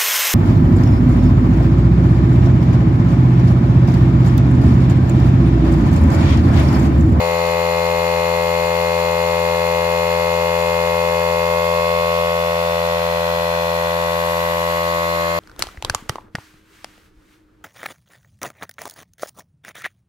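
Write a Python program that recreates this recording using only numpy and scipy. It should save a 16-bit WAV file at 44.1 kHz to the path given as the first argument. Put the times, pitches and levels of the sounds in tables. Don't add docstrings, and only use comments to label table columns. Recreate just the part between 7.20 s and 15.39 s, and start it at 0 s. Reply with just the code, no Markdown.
import sys
import numpy as np
from scipy.fft import rfft, irfft, next_fast_len
from scipy.io import wavfile
from scipy.ndimage import map_coordinates

SR = 44100
rng = np.random.default_rng(int(sys.argv[2]) if len(sys.argv) > 2 else 0)


def transcribe(signal):
    frames = np.atleast_2d(signal).T
    limited = np.clip(frames, -1, 1)
    pcm = np.round(limited * 32767).astype(np.int16)
    wavfile.write(sys.argv[1], SR, pcm)


N = 361179

STROKE_HZ = 84.4
GEAR = 40 / 9


def amp(db):
    return 10 ** (np.asarray(db) / 20)


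def unit(x):
    return x / np.sqrt(np.mean(x ** 2) + 1e-20)


def along(points, hz):
    f, *columns = np.transpose(points)
    log_hz = np.log(hz + 0.0018)
    return np.array([np.interp(log_hz, np.log(f), column) for column in columns])


def curves(rows):
    s, *columns = np.transpose(rows)
    return [np.interp(np.arange(N) / SR, s, column) for column in columns]


def wobble(rate):
    points = rng.standard_normal(int(N * rate / SR) + 4)
    return map_coordinates(points, [np.arange(N) * rate / SR])


def filtered(x, response):
    m = next_fast_len(N + 8192)
    hz = np.fft.rfftfreq(m, 1 / SR)
    return irfft(rfft(x, m) * response(hz), m)[..., :N]


def delayed(x, ms):
    n = np.arange(N)
    return np.interp(n - ms * SR / 1000, n, x)


def gate(turns, at, sharpness):
    return unit(np.exp(sharpness * np.cos(2 * np.pi * (turns - at))))


def lobes(way, db, depth, dip_at, spacing):
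    angle = 2 * np.pi * (way - dip_at) / spacing
    return amp(db) * np.sqrt(np.abs(1 + depth ** 2 - 2 * depth * np.cos(angle)))


def ring_phase(db):
    cepstrum = irfft(np.log(amp(np.r_[db[0], db])))
    cepstrum[len(cepstrum) // 2:] = 0
    return 2 * rfft(cepstrum).imag[1:]


# (multiple of the stroke rate, left level [dB], right level [dB])
DRONE_LEVELS = [(1, -33.1, -35.9), (2, -30.5, -31.6), (3, -51.2, -53.5), (4, -44.9, -46.2),
                (5, -31.9, -37.1), (6, -18.1, -25.8), (7, -18.8, -26.0), (8, -28.0, -32.0),
                (9, -33.4, -37.3), (10, -31.4, -34.9), (11, -30.2, -34.5), (12, -29.6, -34.6),
                (13, -27.2, -33.4), (14, -36.2, -46.0), (15, -38.2, -45.7), (16, -45.2, -48.0),
                (17, -44.9, -47.6), (18, -51.5, -55.1), (19, -43.5, -45.4), (20, -41.2, -43.4),
                (21, -39.3, -40.7), (22, -39.9, -41.6), (23, -40.7, -36.1), (24, -46.6, -42.7),
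                (25, -36.4, -35.1), (26, -46.4, -44.3), (27, -45.7, -43.9), (28, -45.8, -42.2),
                (29, -42.1, -42.7), (30, -39.9, -41.6), (31, -48.4, -47.1), (32, -49.2, -45.7),
                (33, -48.0, -45.4), (34, -43.0, -47.0), (36, -50.4, -55.9), (39, -46.0, -52.0),
                (41, -44.3, -51.2), (43, -51.9, -59.1), (46, -53.1, -62.6), (48, -48.4, -56.7),
                (49, -41.2, -54.1), (50, -50.5, -63.0), (52, -54.3, -57.5), (54, -51.3, -53.5),
                (58, -56.9, -63.6), (64, -61.5, -70.6), (76, -63.0, -70.5), (95, -74.0, -78.7),
                (120, -64.9, -76.1), (186, -76.1, -80.9)]


def partials(ring=0.88, valve_hz=890, valve_width_hz=150, valve_lag=0.463, clatter_hz=1400,
             clatter_share=.36, clatter_lag=.18, apart_hz=4500, top_db=2, count=186):
    k = np.arange(1, count + 1)
    hz = k * STROKE_HZ
    treble_db = top_db + 4 * rng.standard_normal(count)
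    db = along(DRONE_LEVELS, k) + (hz > 5000) * treble_db
    valve = np.exp(-((hz - valve_hz) / valve_width_hz) ** 2)
    clatter = (clatter_lag + clatter_share * rng.random(count)) * (hz > clatter_hz)
    late = clatter + valve_lag * valve
    phase = ring * ring_phase(db[0]) - 2 * np.pi * np.cumsum(late)
    phase = phase + np.minimum((hz / apart_hz) ** 2, 1) * rng.standard_normal((2, count))
    phase[0] += np.interp(hz, *np.transpose(LEFT_LEAD))
    return amp(db) * np.exp(1j * phase)


LOBED_PARTIALS = [4, 6, 7, 13, 23, 25, 30, 34, 41, 49]


def drone(turns, stroke, flutter_db=0.03, size=8192):
    lines = np.pad(stroke, ((0, 0), (1, 0)))
    lines[:, LOBED_PARTIALS] = 0
    cycles = irfft(lines, size) * size / np.sqrt(2)
    position = np.arange(size) / size
    wave = np.array([np.interp(turns, position, cycle, period=1) for cycle in cycles])
    return wave * amp(flutter_db * wobble(40))


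# (level without dips [dB], dip depth [0-1], place of a dip [share of the way], dip spacing [ways])
LEFT_LOBES = [(-39.5, .95, 0.34, 2.8), (-24.5, 0.98, 1.174, 3.1), (-21.5, 0.25, -0.16, 0.83),
              (-27.5, .26, 0.516, 0.47), (-40, 0.4, 0.3, 0.26), (-35, 0.33, 0.224, 0.37), (-42, 1, 0.52, 2),
              (-43, 0.7, 0.86, 0.307), (-42, 0.64, -0.15, 1.1), (-42, 0.53, 0.442, 0.25)]
RIGHT_LOBES = [(-43.5, 1, 0.5, 2.7), (-28, 0.51, 1.11, 1.73), (-30, 0.98, -.21, 1.38),
               (-29.5, 0.52, 0.095, 0.5), (-35, 0.23, 0.33, .66), (-34, 0.63, 0.55, 0.64),
               (-39.5, 0.93, .76, 0.86), (-46.6, 0.42, .07, 0.14), (-49, 0.37, .05, 0.14),
               (-55, 0.34, 0.35, 1.1)]
LOBE_LEADS = [(0.6, 0.5), (-0.4, -0.86), (-1.18, -0.77), (-1.1, -1.7), (-2.5, -2.5), (-1.2, -4),
              (-0.2, -2.1), (-2.2, -1), (3.9, 4.5), (-1.5, 0)]


def beams(turns, stroke, way, flutter_db=0.18):
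    out = np.zeros((2, N))
    rows = zip(LOBED_PARTIALS, LEFT_LOBES, RIGHT_LOBES, LOBE_LEADS)
    for k, left_row, right_row, (lead_start, lead_end) in rows:
        phase = 2 * np.pi * k * turns + np.angle(stroke[k - 1])
        lead = lead_start + (lead_end - lead_start) * way
        left = np.cos(phase) * lobes(way, *left_row)
        right = np.cos(phase - lead) * lobes(way, *right_row)
        out += np.sqrt(2) * np.array([left, right]) * amp(flutter_db * wobble(30))
    return out


# (frequency [Hz], lead of the left [radians])
LEFT_LEAD = [(0, 0), (1290, -1.44), (1720, -2.5), (2150, -1.9), (2410, -5), (3360, -10), (4130, -19),
             (5080, -4.5), (6120, -9), (7060, -7.5), (8440, -13), (10100, -9), (11600, -9.5), (16000, -2)]


def noise_pair(alike_hz):
    def share(hz):
        return 1 / (1 + (hz / alike_hz) ** 2)

    def side_phase(hz):
        return np.exp(1j * np.interp(hz, *np.transpose(LEFT_LEAD)) * [[1], [0]])

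    shared = filtered(rng.standard_normal(N), lambda hz: np.sqrt(share(hz)) * side_phase(hz))
    separate = filtered(rng.standard_normal((2, N)), lambda hz: np.sqrt(1 - share(hz)))
    return shared + separate


# (frequency [Hz], left level [dB per Hz], right level [dB per Hz])
AIR_SPECTRUM = [(14.9, -71, -65), (31.2, -70.5, -70), (86, -73, -72), (284, -83, -78), (560, -59.5, -71),
                (757, -69.5, -74), (1010, -62.5, -61.5), (1300, -70, -65.5), (2150, -66, -64.5),
                (3340, -70.5, -79), (4500, -68, -71), (6240, -78.5, -83), (8300, -89, -98),
                (11900, -110, -115)]


def valve_air(turns, trim_db=-0.4, pulse_hz=1300):
    rush = filtered(noise_pair(alike_hz=2650), lambda hz: amp(along(AIR_SPECTRUM, hz))) * np.sqrt(SR / 2)
    rasp = filtered(rush, lambda hz: (hz > pulse_hz) & (hz < 3000))
    soft_puffs = (rush - rasp) * gate(turns, at=0.53, sharpness=0.15)
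    rasp_puffs = rasp * gate(turns, at=0.51, sharpness=0.53)
    return amp(trim_db) * (soft_puffs + rasp_puffs)


def squeak(turns, way, overtone_db=-9, waver=0.99, order=82):
    sweep = 0.69 * np.sin(2 * np.pi * (turns - .72))
    phase = 2 * np.pi * order * turns + sweep + waver * wobble(35)
    tone = np.sin(phase) + amp(overtone_db) * np.sin(2 * phase)
    chirps = unit(tone * gate(turns, at=0.77, sharpness=1.04) * amp(1.2 * wobble(70)))
    left_gain = lobes(way, db=-43.2, depth=0.66, dip_at=0.53, spacing=1.53)
    right_gain = lobes(way, db=-56.0, depth=0.38, dip_at=0.017, spacing=2.0)
    return chirps * np.array([left_gain, right_gain])


# (multiple of the motor speed, level [dB])
WHINE_LEVELS = [(1, -57.5), (2, -52.5), (3, -58.5), (4, -46.5), (5, -69.5), (6, -51)]


def motor(turns):
    whine = np.zeros(N)
    for k, db in WHINE_LEVELS:
        level = amp(db + 0.9 * wobble(10))
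        phase = 2 * np.pi * round(k) * GEAR * turns + .5 * wobble(14)
        whine += level * np.sqrt(2) * np.sin(phase)
    return whine


# (frequency [Hz], level [dB per Hz])
HISS_SPECTRUM = [(4410, -13.5), (7500, 4), (8380, -8.5), (10200, 2.5), (13100, 2), (14200, 0.5),
                 (15100, 3.5), (15700, -8)]
# (time [s], level [dB])
HISS_LOUDNESS = [(0.0, -46), (2.14, -45), (5.7, -44.5), (6.82, -43.5), (7.12, -41), (8.19, -44)]


def leak(turns, boost_db=6):
    hiss = unit(filtered(noise_pair(alike_hz=6150), lambda hz: amp(along(HISS_SPECTRUM, hz))))
    level = amp(curves(HISS_LOUDNESS)[0] + boost_db)
    sides = amp([[0], [-5.5]])
    return hiss * level * gate(turns, at=0.65, sharpness=0.053) * sides


# (time [s], level at the start of the decay [dB], pitch [Hz])
KNOCKS = [(0.736, -35, 230), (5.39, -42, 330)]


def bumps(t60=0.044):
    out = np.zeros(N)
    for s, db, hz in KNOCKS:
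        t = np.maximum(np.arange(N) / SR - s, 0)
        out += amp(db - 60 * t / t60) * np.sin(2 * np.pi * hz * t)
    return out


def travel(x, way, shade, echoes, low_hz=150, high_hz=5500):
    def glide(start, end):
        return start + (end - start) * way

    registers = filtered(x, lambda hz: along(np.c_[np.array(shade)[:, 0], np.eye(len(shade))], hz))
    shaded = np.zeros(N)
    for band, (_, start_db, end_db) in zip(registers, shade):
        shaded += band * amp(glide(start_db, end_db))
    bounce = filtered(shaded, lambda hz: hz ** 2 / (hz ** 2 + low_hz ** 2) / np.sqrt(1 + (hz / high_hz) ** 2))
    reflections = np.zeros(N)
    for start_ms, end_ms, start_gain, end_gain in echoes:
        reflections += glide(start_gain, end_gain) * delayed(bounce, glide(start_ms, end_ms))
    return shaded + reflections


# (time [s], share of the way [0-1])
WAY_COVERED = [(0, 0.04), (3.4, 0.13), (4.2, 0.16), (5.3, 0.48), (6, 0.56), (7.4, 0.69), (8.19, 0.88)]
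# (frequency [Hz], level at the start of the way [dB], level at its end [dB])
LEFT_DOOR = [(150, 2.5, -2), (536, -0.5, -7), (1010, -1.8, -0.8), (1520, 0.3, 1.3), (2100, 1.5, -1),
             (3200, -1.3, 1.5), (4500, -0.05, -0.4)]
RIGHT_DOOR = [(150, 0.75, -2.5), (550, -0.1, -3.5), (1010, -1.4, -2.5), (1490, -1.1, 0), (2100, .6, -1.5),
              (3120, -1.9, -5.5), (4500, -1.8, -1)]
# (delay at the start of the way [ms], delay at its end [ms], gain at the start [x], gain at the end [x])
LEFT_SURFACES = [(1.734, 1.47, -0.12, 0.23), (2.31, 0.41, 0.2, 0.23), (2.26, 2.4, -0.072, -0.042),
                 (0.592, 0.31, -0.29, -0.092)]
RIGHT_SURFACES = [(2.63, 2.12, 0.33, -0.38), (2.29, 1.226, -0.22, 0.44), (3.06, 1.104, -0.23, -0.27),
                  (2.425, 1.86, 0.47, 0.17)]


def scene(jitter=0.00024, drift=0.0044, gear_ripple=0.00022, sag_hz=.2, settle_s=1.1):
    speed_hz = STROKE_HZ + sag_hz * np.exp(-np.arange(N) / SR / settle_s)
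    turns = np.cumsum(speed_hz) / SR + drift * wobble(6)
    crank = turns + jitter * wobble(60) + gear_ripple * np.sin(2 * np.pi * GEAR * turns)
    way, = curves(WAY_COVERED)
    stroke = partials()
    left, right = drone(crank, stroke) + valve_air(turns) + motor(turns) * amp([[0], [-3]])
    pump = np.array([travel(left, way, LEFT_DOOR, LEFT_SURFACES),
                     travel(right, way, RIGHT_DOOR, RIGHT_SURFACES)])
    return pump + beams(crank, stroke[0], way) + squeak(turns, way) + leak(turns) + bumps()


def record(dry, top_hz=15750):
    return filtered(dry, lambda hz: hz < top_hz)


dry = scene()
out = record(dry)
transcribe(out)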